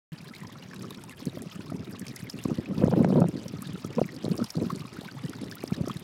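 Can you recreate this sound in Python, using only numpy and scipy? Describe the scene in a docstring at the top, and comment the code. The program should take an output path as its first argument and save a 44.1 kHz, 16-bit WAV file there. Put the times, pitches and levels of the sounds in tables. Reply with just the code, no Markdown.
"""A narrow rock crevice on an open shore: water trickles through it and a light gusty wind blows.
Wind rumble is moving bands of noise; single eddies are short low swings with ragged noise on them.
Water is a fizz of flickering noise bands, ringing sines for bubbles and noise bursts for drops.
Quick reflections off the rock follow the bubbles and splashes."""
import sys
import numpy as np
from scipy import signal
from scipy.io import wavfile
from scipy.ndimage import uniform_filter1d

SR = 44100
rng = np.random.default_rng(int(sys.argv[2]) if len(sys.argv) > 2 else 0)


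def pcm_store(signal):
    """Save signal as 16-bit PCM."""
    levels = np.round(np.clip(np.atleast_2d(signal), -1, 1) * 32767)
    wavfile.write(sys.argv[1], SR, levels.astype(np.int16).T)


N = 266055

# wind strength, as rumble between thumps: time_s, level_db
WIND_STRENGTH = [(0.3, -50.5), (0.6, -51.5), (0.85, -44.5), (1.08, -51), (1.3, -45), (1.55, -48.5),
                 (1.72, -40.5), (1.9, -43.5), (2.2, -49.5), (2.55, -40.5), (2.65, -45), (2.76, -35.5),
                 (2.85, -31), (3.01, -30.5), (3.14, -28), (3.26, -30), (3.31, -40.5), (3.38, -42),
                 (3.75, -47), (3.92, -42.5), (4.0, -47.5), (4.12, -43.5), (4.33, -41), (4.42, -34.5),
                 (4.5, -62), (4.54, -59), (4.6, -35.5), (4.82, -47.5), (5.04, -51), (5.25, -45),
                 (5.45, -43), (5.6, -52.5), (5.81, -40), (6.03, -47.5)]
# spectral shape of the wind rumble: frequency_hz, density_db (per Hz)
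RUMBLE_SPECTRUM = [(25, -6), (60, -31), (110, -2.5), (170, -2), (260, -2), (400, -7), (600, -25.5),
                   (1000, -65.5), (1500, -53), (2200, -83)]
# single eddies on the microphone, before its bass cut: height_s, peak_db, pitch_hz, half_length_s
EDDY_THUMPS = [(0.132, -30.5, 159, 0.012), (0.2063, -36.5, 193, 0.0051), (0.2311, -39.5, 171, 0.02),
               (0.3107, -36, 222, 0.0051), (0.4061, -37.5, 162, 0.0032), (0.4231, -31.5, 176, 0.0071),
               (0.4485, -31.5, 170, 0.0034), (0.4717, -43, 164, 0.011), (0.6592, -34, 140, 0.0042),
               (0.6878, -41, 188, 0.007), (0.7649, -38, 181, 0.013), (0.7909, -33, 186, 0.0057),
               (0.8091, -35, 186, 0.0038), (0.8615, -38.5, 180, 0.016), (0.8857, -30.5, 190, 0.003),
               (0.9159, -43, 189, 0.0066), (1.0619, -35, 190, 0.0048), (1.0871, -42, 194, 0.011),
               (1.2245, -31, 252, 0.0054), (1.271, -18, 198, 0.0031), (1.281, -20.5, 191, 0.0017),
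               (1.3721, -26, 252, 0.0021), (1.4243, -31, 360, 0.0034), (1.4379, -28, 255, 0.0019),
               (1.4664, -30, 166, 0.0078), (1.5608, -31, 169, 0.0092), (1.5934, -26, 187, 0.0018),
               (1.647, -44, 260, 0.0046), (1.6995, -32, 148, 0.015), (1.7215, -23, 252, 0.0024),
               (1.7444, -23.5, 188, 0.0022), (1.7565, -37, 250, 0.0049), (1.8098, -32.5, 180, 0.0048),
               (1.8923, -28.5, 188, 0.0031), (1.9664, -48, 162, 0.0045), (2.0143, -28.5, 195, 0.0063),
               (2.0277, -33, 219, 0.003), (2.0717, -37, 190, 0.0044), (2.112, -29.5, 216, 0.0032),
               (2.2322, -26.5, 157, 0.0048), (2.343, -26.5, 200, 0.0043), (2.36, -29.5, 194, 0.003),
               (2.4565, -12.5, 228, 0.0022), (2.4866, -19, 255, 0.0017), (2.5005, -24.5, 346, 0.0054),
               (2.5163, -14, 211, 0.0026), (2.5277, -21, 219, 0.003), (2.5873, -13, 193, 0.0018),
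               (2.5973, -24, 294, 0.0022), (2.686, -30, 303, 0.0032), (2.715, -21.5, 182, 0.027),
               (2.765, -21.5, 168, 0.0033), (2.782, -20, 200, 0.004), (2.8036, -22, 188, 0.0032),
               (2.8299, -23, 214, 0.008), (2.8401, -4, 199, 0.0027), (2.8519, -29, 219, 0.0018),
               (2.8687, -11, 184, 0.0019), (2.8825, -12, 380, 0.0014), (2.8975, -20, 140, 0.015),
               (2.9395, -17, 182, 0.016), (2.9778, -17, 182, 0.016), (2.9955, -25, 216, 0.0049),
               (3.0061, -8.5, 207, 0.0033), (3.0218, -19, 212, 0.0085), (3.0351, -17, 162, 0.0056),
               (3.0499, -10.5, 188, 0.0044), (3.066, -18, 160, 0.012), (3.0844, -20, 190, 0.013),
               (3.1041, -19, 250, 0.0057), (3.1211, -21.5, 196, 0.015), (3.1401, -21, 257, 0.0034),
               (3.1633, -17, 167, 0.01), (3.1825, -11, 228, 0.0031), (3.1932, -11.7, 202, 0.0025),
               (3.2206, -13, 177, 0.011), (3.2367, -21, 197, 0.0065), (3.2537, -17.5, 170, 0.011),
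               (3.286, -18.5, 200, 0.0022), (3.3565, -20.5, 260, 0.0032), (3.341, -24, 200, 0.004),
               (3.378, -25, 250, 0.0022), (3.395, -31, 220, 0.004), (3.4621, -25.5, 187, 0.004),
               (3.5388, -24, 253, 0.0018), (3.5531, -31, 137, 0.016), (3.5916, -28, 188, 0.0038),
               (3.6209, -29, 219, 0.004), (3.6678, -29.5, 159, 0.0075), (3.6955, -26, 219, 0.0026),
               (3.7079, -33, 140, 0.011), (3.7444, -27.0, 185, 0.0075), (3.7558, -24, 257, 0.0011),
               (3.8492, -20, 245, 0.0018), (3.9739, -20, 208, 0.0044), (3.988, -18, 205, 0.0064),
               (4.0166, -9, 363, 0.0011), (4.0265, -24, 169, 0.0083), (4.0556, -26.5, 168, 0.0076),
               (4.246, -15.5, 221, 0.0015), (4.2635, -20, 162, 0.0047), (4.2816, -16, 288, 0.0016),
               (4.3057, -21, 162, 0.0057), (4.3161, -16.5, 192, 0.0066), (4.344, -28, 200, 0.004),
               (4.354, -30, 330, 0.0019), (4.37, -38, 170, 0.006), (4.392, -23.5, 330, 0.0031),
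               (4.4095, -35, 226, 0.011), (4.4197, -17.5, 222, 0.0072), (4.4297, -29, 135, 0.0077),
               (4.447, -34, 187, 0.0028), (4.556, -27.5, 303, 0.0041), (4.5717, -18, 162, 0.0069),
               (4.5855, -20.5, 191, 0.0032), (4.602, -22, 188, 0.0019), (4.6184, -15.5, 235, 0.0029),
               (4.6283, -18, 188, 0.001), (4.6655, -21, 190, 0.0041), (4.7308, -21.5, 191, 0.0044),
               (4.771, -30, 160, 0.004), (4.815, -27.5, 147, 0.0051), (4.853, -30, 219, 0.0038),
               (4.875, -41, 200, 0.0026), (4.9893, -25, 216, 0.0029), (5.0628, -33, 192, 0.0068),
               (5.1508, -33.5, 252, 0.0039), (5.171, -33, 138, 0.015), (5.2313, -45, 188, 0.0041),
               (5.2415, -31, 258, 0.008), (5.2517, -22.5, 159, 0.0078), (5.307, -40, 193, 0.0078),
               (5.4184, -33, 220, 0.0025), (5.4345, -26, 294, 0.0023), (5.4474, -38, 187, 0.0048),
               (5.471, -35, 191, 0.0037), (5.6395, -18.5, 295, 0.0015), (5.7229, -15, 185, 0.0039),
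               (5.8113, -15.5, 165, 0.0042), (5.8408, -25.5, 218, 0.0035), (5.876, -22, 336, 0.0024),
               (5.8884, -30, 158, 0.012), (5.9073, -24, 192, 0.0035), (5.9626, -25, 160, 0.0046)]
# sharp eddies torn off the microphone's rim, before its bass cut: height_s, peak_db, pitch_hz, half_length_s
RIM_SNAPS = [(1.331, -40, 600, 0.0018), (1.3739, -29.5, 554, 0.0023), (1.4596, -40, 576, 0.0025),
             (1.7229, -32.5, 637, 0.0028), (2.4549, -26.5, 574, 0.0012), (2.455, -36.5, 1100, 0.0039),
             (2.4853, -33, 606, 0.0014), (2.4975, -35, 613, 0.0012), (2.5054, -33, 513, 0.0032),
             (2.5846, -37, 504, 0.0057), (2.7118, -30.5, 520, 0.0028), (2.8159, -27, 517, 0.0031),
             (2.824, -22, 610, 0.0018), (2.8361, -18.5, 490, 0.004), (2.8385, -29, 1480, 0.00085),
             (2.844, -29, 514, 0.011), (2.8576, -26, 610, 0.0028), (2.861, -38, 1180, 0.0014),
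             (2.8757, -23.5, 513, 0.0011), (2.8841, -42, 722, 0.0018), (2.9154, -26, 725, 0.0015),
             (2.9272, -21.5, 493, 0.0062), (2.9375, -37, 1280, 0.00053), (2.9376, -18, 710, 0.0014),
             (2.9637, -28, 520, 0.0044), (2.9937, -23, 613, 0.0013), (3.0039, -29.5, 513, 0.0054),
             (3.0152, -21.5, 507, 0.0045), (3.0333, -35, 613, 0.0037), (3.0465, -23, 1600, 0.00021),
             (3.0472, -13, 680, 0.0011), (3.0753, -27, 514, 0.0025), (3.0952, -28, 520, 0.0041),
             (3.1041, -21.5, 596, 0.0019), (3.1254, -24, 617, 0.0011), (3.134, -30, 510, 0.004),
             (3.1512, -40, 505, 0.0023), (3.1594, -14, 487, 0.0014), (3.16, -40, 1200, 0.0011),
             (3.1778, -22.5, 630, 0.0015), (3.1868, -17.5, 482, 0.0044), (3.1989, -34, 500, 0.0047),
             (3.2193, -11.5, 564, 0.00087), (3.2195, -34, 1280, 0.0043), (3.2272, -22, 610, 0.0014),
             (3.242, -15.5, 570, 0.0011), (3.243, -41, 1150, 0.0007), (3.2592, -34, 610, 0.0019),
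             (3.4601, -33.5, 526, 0.0036), (3.984, -32, 980, 0.00068), (3.9857, -17, 495, 0.0045),
             (3.9937, -19, 630, 0.0017), (4.0172, -20, 600, 0.0019), (4.2431, -37, 613, 0.0026),
             (4.2569, -27, 490, 0.002), (4.2651, -30.5, 600, 0.0013), (4.2762, -40, 610, 0.0028),
             (4.3107, -44, 520, 0.0051), (4.3188, -30, 484, 0.0022), (4.3918, -34, 590, 0.0024),
             (4.4156, -34, 585, 0.0032), (4.5753, -32, 507, 0.0034), (4.5832, -27.5, 620, 0.0008),
             (4.6145, -28, 477, 0.0022), (4.6245, -27.5, 504, 0.0017), (5.0168, -33.5, 486, 0.0016),
             (5.6392, -28, 605, 0.0014), (5.7213, -33, 676, 0.0012), (5.8066, -40, 550, 0.0042),
             (5.8401, -33, 607, 0.002), (5.8769, -31, 584, 0.0035)]
# strength of the trickle: time_s, level_db
FLOW_STRENGTH = [(0.15, -52), (0.7, -52), (1.5, -52.5), (2.58, -50.5), (3.0, -51), (3.7, -50.5),
                 (4.48, -49), (5.2, -50.5), (6.03, -49.5)]
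# spectral shape of the fizz: frequency_hz, density_db (per Hz)
FIZZ_SPECTRUM = [(290, -31), (500, 0.5), (810, -2.5), (980, 8.5), (1330, -13), (1640, -5), (4760, -12),
                 (7060, -30.5), (10500, -21), (15300, -37), (16500, -40)]
# level of small bubbles by pitch: pitch_hz, level_db
SMALL_BUBBLE_LEVEL = [(500, -22), (850, -33), (1220, -16), (1700, 1.5), (3000, 2), (5000, 6), (7000, -2.5)]
# loud bubbles: start_s, level_db (of the ringing tone), pitch_hz (at the start)
LOUD_BUBBLES = [(0.225, -45, 2700), (0.285, -39.5, 1570), (0.336, -33.5, 1960), (0.349, -35, 4130),
                (0.358, -36, 2120), (0.3635, -33.5, 3870), (0.413, -36, 1770), (0.4335, -35, 900),
                (0.4466, -37, 1850), (0.4925, -37.5, 1030), (0.554, -40, 1010), (0.45, -38, 920),
                (0.6246, -34, 2600), (0.711, -35, 1580), (0.733, -32.5, 1530), (0.734, -36, 2210),
                (0.762, -36, 3500), (0.794, -39, 4500), (0.843, -31.5, 1230), (0.882, -42, 2800),
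                (0.973, -40, 5000), (0.978, -46, 2050), (0.906, -31, 3600), (0.9063, -34, 980),
                (0.946, -32.5, 3700), (1.038, -37, 880), (1.094, -33.5, 2550), (1.108, -36, 2070),
                (1.115, -42, 1980), (1.126, -45, 1700), (1.134, -39, 1600), (1.177, -50, 2700),
                (1.2023, -40, 995), (1.203, -37.5, 4350), (1.217, -41, 3400), (1.269, -33, 4020),
                (1.295, -35, 3470), (1.472, -41, 2520), (1.492, -43, 1880), (1.52, -36, 2550),
                (1.607, -37, 2570), (1.659, -41, 4900), (1.679, -40, 3660), (1.768, -41, 4830),
                (1.513, -34.5, 3160), (1.555, -37.5, 1210), (1.606, -38, 1420), (1.698, -31.5, 1155),
                (1.756, -39.5, 890), (1.829, -43, 1250), (1.872, -42, 1220), (1.947, -36, 1050),
                (2.018, -35.5, 1680), (2.066, -33, 2220), (2.081, -29, 4420), (2.163, -28.5, 5400),
                (2.167, -33.5, 1890), (2.269, -33.5, 2160), (2.298, -22, 4490), (2.388, -31.5, 2560),
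                (2.658, -30.5, 2220), (2.81, -36, 2560), (3.032, -34, 2040), (3.481, -29.5, 5110),
                (3.625, -31, 1160), (3.672, -34.5, 3390), (3.757, -34.5, 1370), (3.842, -32, 1140),
                (3.8453, -32, 5200), (4.04, -32, 2030), (4.089, -30.5, 2030), (4.164, -31, 4420),
                (4.251, -27, 3910), (4.315, -30, 4050), (4.3778, -27, 5000), (4.399, -30, 1235),
                (4.423, -30, 1260), (4.44, -34.5, 910), (4.4426, -23.5, 5160), (4.544, -36, 1190),
                (4.5034, -22, 4860), (4.567, -31.5, 4300), (4.553, -34, 4200), (4.599, -37, 3930),
                (4.395, -41, 4140), (4.648, -36.5, 1230), (4.698, -28.5, 1000), (4.7019, -20, 1170),
                (4.752, -33, 4130), (4.806, -34.5, 3880), (4.851, -33, 1125), (4.877, -41, 1160),
                (4.919, -44, 1140), (4.966, -32.5, 1270), (5.031, -38, 770), (5.117, -41, 1170),
                (5.167, -38, 740), (5.01, -32.5, 3830), (5.085, -29.5, 1520), (5.113, -33.5, 4460),
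                (5.26, -39, 3800), (5.282, -37, 2900), (5.078, -33.5, 2110), (5.183, -34.5, 1156),
                (5.333, -30, 1384), (5.384, -36.5, 960), (5.441, -35, 5040), (5.513, -26.5, 4850),
                (5.521, -30, 1540), (5.569, -36, 1260), (5.676, -28.5, 4540), (5.701, -35.5, 1280),
                (5.743, -31, 3520), (5.857, -35, 1180), (5.878, -35, 1260), (5.765, -33.5, 4690),
                (5.883, -31.5, 5370), (5.897, -21.5, 1116), (5.914, -28.5, 3210), (5.969, -31.5, 3980)]
# loud splashes of drops on rock: start_s, level_db (before band-passing), pitch_hz (within the bright band)
LOUD_SPLASHES = [(0.219, -58, 11000), (0.35, -45, 12000), (0.36, -44, 11000), (0.404, -39, 8600),
                 (0.744, -36, 10100), (0.823, -35, 9400), (0.9066, -33, 10400), (1.0377, -30.5, 8800),
                 (1.095, -36.5, 8950), (1.2545, -28, 9700), (1.4202, -29, 8800), (1.557, -35.5, 8300),
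                 (1.703, -36.5, 9150), (1.7623, -42, 8900), (1.995, -27.5, 9900), (2.054, -42, 11500),
                 (2.067, -31, 8550), (2.192, -38, 9000), (2.161, -26.5, 9800), (2.296, -35, 8200),
                 (2.388, -37, 8750), (2.4386, -25.5, 8900), (2.845, -33.5, 9000), (3.047, -33, 6350),
                 (3.088, -40, 11200), (3.2032, -30, 8900), (3.2853, -28, 8950), (3.481, -35.5, 9100),
                 (3.621, -27, 11200), (3.733, -37, 10300), (4.06, -37, 10300), (4.243, -31, 7100),
                 (4.29, -41, 13500), (4.301, -40, 12000), (4.366, -34, 13500), (4.354, -35.5, 9500),
                 (4.375, -37, 6760), (4.441, -29, 9400), (4.502, -34, 9250), (4.556, -35, 7800),
                 (4.624, -35, 9000), (4.72, -38, 9900), (4.759, -31, 7860), (5.01, -39, 8000),
                 (5.2955, -29.5, 9100), (5.524, -41, 13400), (5.554, -28.5, 13900), (5.637, -30, 10100),
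                 (5.709, -39, 11500), (5.766, -46, 9500), (5.814, -42, 9500), (5.8826, -30, 9600),
                 (5.9, -48, 8000), (5.913, -40, 10300), (5.941, -40, 11000), (5.996, -37, 11060)]

START_S, CUTOFF_HZ = .1195, 15900   # silence before this time; top of the spectrum
FAINT_THUMP_DB, FAINT_SPREAD_DB = 2, 1.5   # random eddies: offset from the wind strength, spread of sizes
TEAR_DB, TEAR_S = -9, .0012   # tearing noise: level re a rim snap before band-passing, extra half length
LOPSIDED, PORT_CUT_HZ = 0.44, 75   # phase bend that peaks a swing (radians); microphone's bass cut
BUBBLE_T60_S, RING_BY_SIZE = 0.033, 0.55   # loud bubbles: ring scale at 1 kHz, power of pitch shortening it
BUBBLE_ROUGH = 0.012   # least random phase step, cycles per sample
SNAP_DB, SNAP_S = -12, 0.00031   # tick at a loud bubble's or plop's birth: level re the tone; any tick's decay
SPLASH_T60_S = 0.0095   # loud splashes
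PLOPS, PLOP_HZ, PLOP_OCTAVES = 28, 1158, 0.6   # pairs of gulps: count, centre of first pitch, full range
PLOP_DB, PLOP_T60_S = 9, 0.057   # offset re the flow before chance sizes, ring time
CLUSTER_DB, CLUSTER_HZ = 4, 17   # common level swing of small water: greatest swing, corner of its drift


def from_db(db):
    """Amplitude ratio of a level in decibels."""
    return 10 ** (np.asarray(db) / 20)


def rms_one(x):
    """Scales a signal to unit effective value."""
    return x / np.sqrt(np.mean(x ** 2) + 1e-20)


def in_time(rows):
    """Linear interpolation of a level at every sample."""
    s, value = np.transpose(rows)
    return np.interp(np.arange(N) / SR, s, value)


def at_hz(points, hz):
    """Interpolation of a level along logarithmic frequency."""
    table = np.array(points)
    return np.interp(np.log(hz), np.log(table[:, 0]), table[:, 1])


def band(x, low_hz, high_hz):
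    """Band-pass filtering, with the upper edge kept below half the sample rate."""
    edges = [low_hz, min(high_hz, SR * .45)]
    return signal.sosfilt(signal.butter(2, edges, "band", fs=SR, output="sos"), x)


def drift(rate_hz):
    """Slow chance of unit rms: noise at every 20th sample through a double one-pole low-pass."""
    r = np.exp(-40 * np.pi * rate_hz / SR)
    noise = rng.standard_normal(N // 20 + 2002)
    slow = signal.lfilter([1], [1, -2 * r, r * r], noise)[2000:]   # drop the filter's build-up
    return np.interp(np.arange(N) / 20, np.arange(len(slow)), rms_one(slow))


def add(out, s, sound):
    """Superposition of a short sound from time s."""
    i = max(round(s * SR), 0)
    out[i:i + len(sound)] += sound[:max(N - i, 0)]


def banded_noise(spectrum, first_hz, count, gain_db):
    """Spectral shaping: half-octave noise bands under moving gains, with unit spread at 0 dB gain."""
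    white = rng.standard_normal((2, N))   # alternated, so neighbouring bands use different noise
    edges = first_hz * 2 ** (np.arange(count + 1) / 2)
    still, moving = np.zeros(N), np.zeros(N)
    for k, (low_hz, high_hz) in enumerate(zip(edges, edges[1:])):
        hz = np.sqrt(low_hz * high_hz)
        noise = band(white[k % 2], low_hz, high_hz)
        shape_db = at_hz(spectrum, hz)
        still += from_db(shape_db) * noise
        moving += from_db(shape_db + gain_db(hz)) * noise
    return moving / np.std(still)


def rumble(lumpy_db, own_db, brighten, bass_share):
    """Turbulence comes in lumps: the stronger the wind, the more its noise tilts towards high frequencies."""
    strength_db = in_time(WIND_STRENGTH) + lumpy_db * np.tanh(drift(23))
    tilt = brighten * (strength_db + 30.5)   # dB per octave about 200 Hz

    def level_db(hz):
        share = 1 if hz > 200 else bass_share
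        return strength_db + tilt * np.log2(hz / 200) * share + own_db * drift(11.6)

    return banded_noise(RUMBLE_SPECTRUM, 25.97, count=13, gain_db=level_db)


def faint_thumps():
    """Random turbulence: weaker eddies at chance moments, their sizes following the wind strength."""
    when, size, pitch, length = rng.random((90, 4)).T
    s = when * N / SR
    wind_db = np.interp(s, *np.transpose(WIND_STRENGTH))
    db = wind_db + FAINT_THUMP_DB - FAINT_SPREAD_DB * np.log(np.maximum(size, .05))
    hz = 140 * 3.5 ** pitch
    half_length_s = (.5 + 2.3 * length) / hz
    return list(zip(s, db, hz, half_length_s))


def thumps(rows, tear_db):
    """Pressure on a diaphragm: an eddy swings it under a bell-shaped swell, with ragged brighter noise."""
    out, tears = np.zeros(N), np.zeros(N)
    t = np.arange(-SR // 40, SR // 40) / SR
    chances = rng.random((len(rows), 2))
    noises = rng.standard_normal((len(rows), len(t)))
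    for (s, db, hz, length), (phase, sag), noise in zip(rows, chances, noises):
        cycles = hz * t * (1 - 32.0 * (sag - .5) * t)   # pitch slides either way
        width_s = np.clip(length * np.where(t < 0, 0.9, 1.15), .0003, .012)
        swell = np.exp(-(t / width_s) ** 2)
        turn = 2 * np.pi * (cycles + 0.24 + 0.37 * (phase - .5))
        turn = turn + np.pi * (sag > .5)   # inward or outward
        swing = np.sin(turn + LOPSIDED * swell * np.sin(turn + 7 * phase))
        add(out, s + t[0], from_db(db) * swell * swing)
        tear_swell = np.exp(-(t / (length + TEAR_S)) ** 2)
        add(tears, s + t[0], from_db(db + tear_db) * tear_swell * np.sign(noise))
    bass_cut = signal.butter(2, PORT_CUT_HZ, "high", fs=SR, output="sos")
    return signal.sosfilt(bass_cut, out + 1e-18) + band(band(tears, 840, 1050), 380, 2200)


def fizz(flow_db, patchy_db):
    """Superposition of countless tiny bubbles: they merge into a hiss whose treble flickers."""
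    together = drift(19)

    def level_db(hz):
        flicker = 0.73 * together + 1.47 * drift(32.5)
        return flow_db + patchy_db * np.log2(hz / 400) * flicker

    return banded_noise(FIZZ_SPECTRUM, 474.6, count=10, gain_db=level_db)


def bubble(db, hz, t60, climb, snap_db=SNAP_DB):
    """Damped resonance: a quick swell and dying sine, its pitch gliding by climb, raggeder when high."""
    t60 = np.clip(t60, .004, .08)
    t = np.arange(int(t60 * SR)) / SR
    swell = 1 - np.exp(-(t / (0.052 * t60)) ** 2)
    step = BUBBLE_ROUGH + .022 * (hz / 4000) ** 2   # cycles per sample
    wobble = np.cumsum(rng.standard_normal(3600)[:len(t)]) * step
    cycles = hz * t * (1 + climb * t / t60) + wobble
    tone = from_db(-60 * t / t60) * swell * np.sin(2 * np.pi * cycles)
    # the neck pinches off with a tick an octave up
    snap = from_db(snap_db) * np.exp(-t / SNAP_S) * np.cos(2 * np.pi * 2 * hz * t)
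    return from_db(db) * (tone + snap)


def splash(db, hz, t60, noise, broad, octaves, tick):
    """Impact radiation: a breaking drop gives a sharp burst of bright noise that dies fast."""
    t = np.arange(len(noise)) / SR
    body = (1 - np.exp(-t / 0.00036)) * from_db(-60 * t / max(t60, .003))
    burst = noise * (body + tick * np.exp(-t / 0.000063))
    bright = band(burst, hz / 2 ** (0.9 * octaves), hz * 2 ** (0.44 * octaves)) / np.sqrt(octaves)
    treble = burst - uniform_filter1d(burst, size=13)   # less its moving average
    return from_db(db) * (bright + broad * treble)


def small_water(flow_db, bubble_db, splash_db, ring_s):
    """Random superposition: faint bubbles, plops and droplets, levels spread exponentially up to a limit."""
    out = np.zeros(N)
    for when, pitch, size, climb, life in rng.random((1700, 5)):
        hz = 600 * 11 ** pitch
        db = bubble_db + at_hz(SMALL_BUBBLE_LEVEL, hz) - 1.7 * np.log(max(size, .12))
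        t60 = ring_s * (.25 + life ** 2) * (1000 / hz) ** .75   # low pitches ring longer
        add(out, when * N / SR, bubble(db, hz, t60, .5 * climb ** 2 - .12, snap_db=-18))

    for when, pitch, size, delay in rng.random((PLOPS, 4)):   # the pool gulps in pairs
        s = when * N / SR
        hz = PLOP_HZ * 2 ** (PLOP_OCTAVES * (pitch - .5))
        db = PLOP_DB - 1.3 * np.log(max(size, .08))
        add(out, s, bubble(db, hz, PLOP_T60_S, 0.026))
        second = bubble(db - 16.0, hz * (0.71 + .5 * delay), PLOP_T60_S, 0.096)
        add(out, s + 0.0059 + 0.026 * delay, second)

    chances, noises = rng.random((600, 4)), rng.standard_normal((600, SR // 50))
    for (when, pitch, size, life), noise in zip(chances, noises):
        db = splash_db - 2.2 * np.log(max(size, .08))
        hz, t60 = 4500 * 3.2 ** pitch, 0.0068 + 0.028 * life
        drop = splash(db, hz, t60, noise, broad=0.025, octaves=0.34 + 0.65 * size, tick=0.05)
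        add(out, when * N / SR, drop)
    return from_db(flow_db + CLUSTER_DB * np.tanh(drift(CLUSTER_HZ))) * out


def loud_water():
    """Resonance and impact: the bubbles and splashes that stand out."""
    out = np.zeros(N)
    for (s, db, hz), (climb, life) in zip(LOUD_BUBBLES, rng.random((len(LOUD_BUBBLES), 2))):
        t60 = BUBBLE_T60_S * (1000 / hz) ** RING_BY_SIZE * (0.8 + 0.51 * life)
        add(out, s, bubble(db, hz, t60, 0.025 + 0.34 * climb))
    noises = rng.standard_normal((len(LOUD_SPLASHES), SR // 25))
    for (s, db, hz), noise in zip(LOUD_SPLASHES, noises):
        add(out, s, splash(db, hz, SPLASH_T60_S, noise, broad=0.075, octaves=0.87, tick=1.0))
    return out


def crevice(x, echo_db):
    """Early reflection: rock walls return three quick, weaker copies."""
    out = x.copy()
    for s, db in [(.0023, -24), (.0047, -1), (.0079, -4.5)]:
        add(out, s, from_db(db + echo_db) * x)
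    return out


def scene():
    """Superposition of wind at the microphone and water in the crevice."""
    wind = rumble(lumpy_db=6.0, own_db=2.5, brighten=0.24, bass_share=0.94)
    wind = wind + thumps(EDDY_THUMPS + faint_thumps(), tear_db=-22.0)
    wind = wind + thumps(RIM_SNAPS, tear_db=TEAR_DB)
    flow_db = in_time(FLOW_STRENGTH)
    hiss = from_db(-5.5) * fizz(flow_db, patchy_db=0.863)
    grains = small_water(flow_db, bubble_db=3, splash_db=-2.5, ring_s=0.061) + loud_water()
    water = crevice(grains, echo_db=-17.0) + hiss
    return (water + wind)[None]


def record(dry):
    """Band limitation: the lowest bass and the top are cut, with silence until START_S."""
    bass_cut = signal.butter(3, 68, "high", fs=SR, output="sos")
    top_cut = signal.ellip(8, .3, 70, CUTOFF_HZ, fs=SR, output="sos")
    x = signal.sosfilt(bass_cut, dry) * (np.arange(N) >= START_S * SR)
    return signal.sosfilt(top_cut, x)


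dry = scene()
out = record(dry)
pcm_store(out)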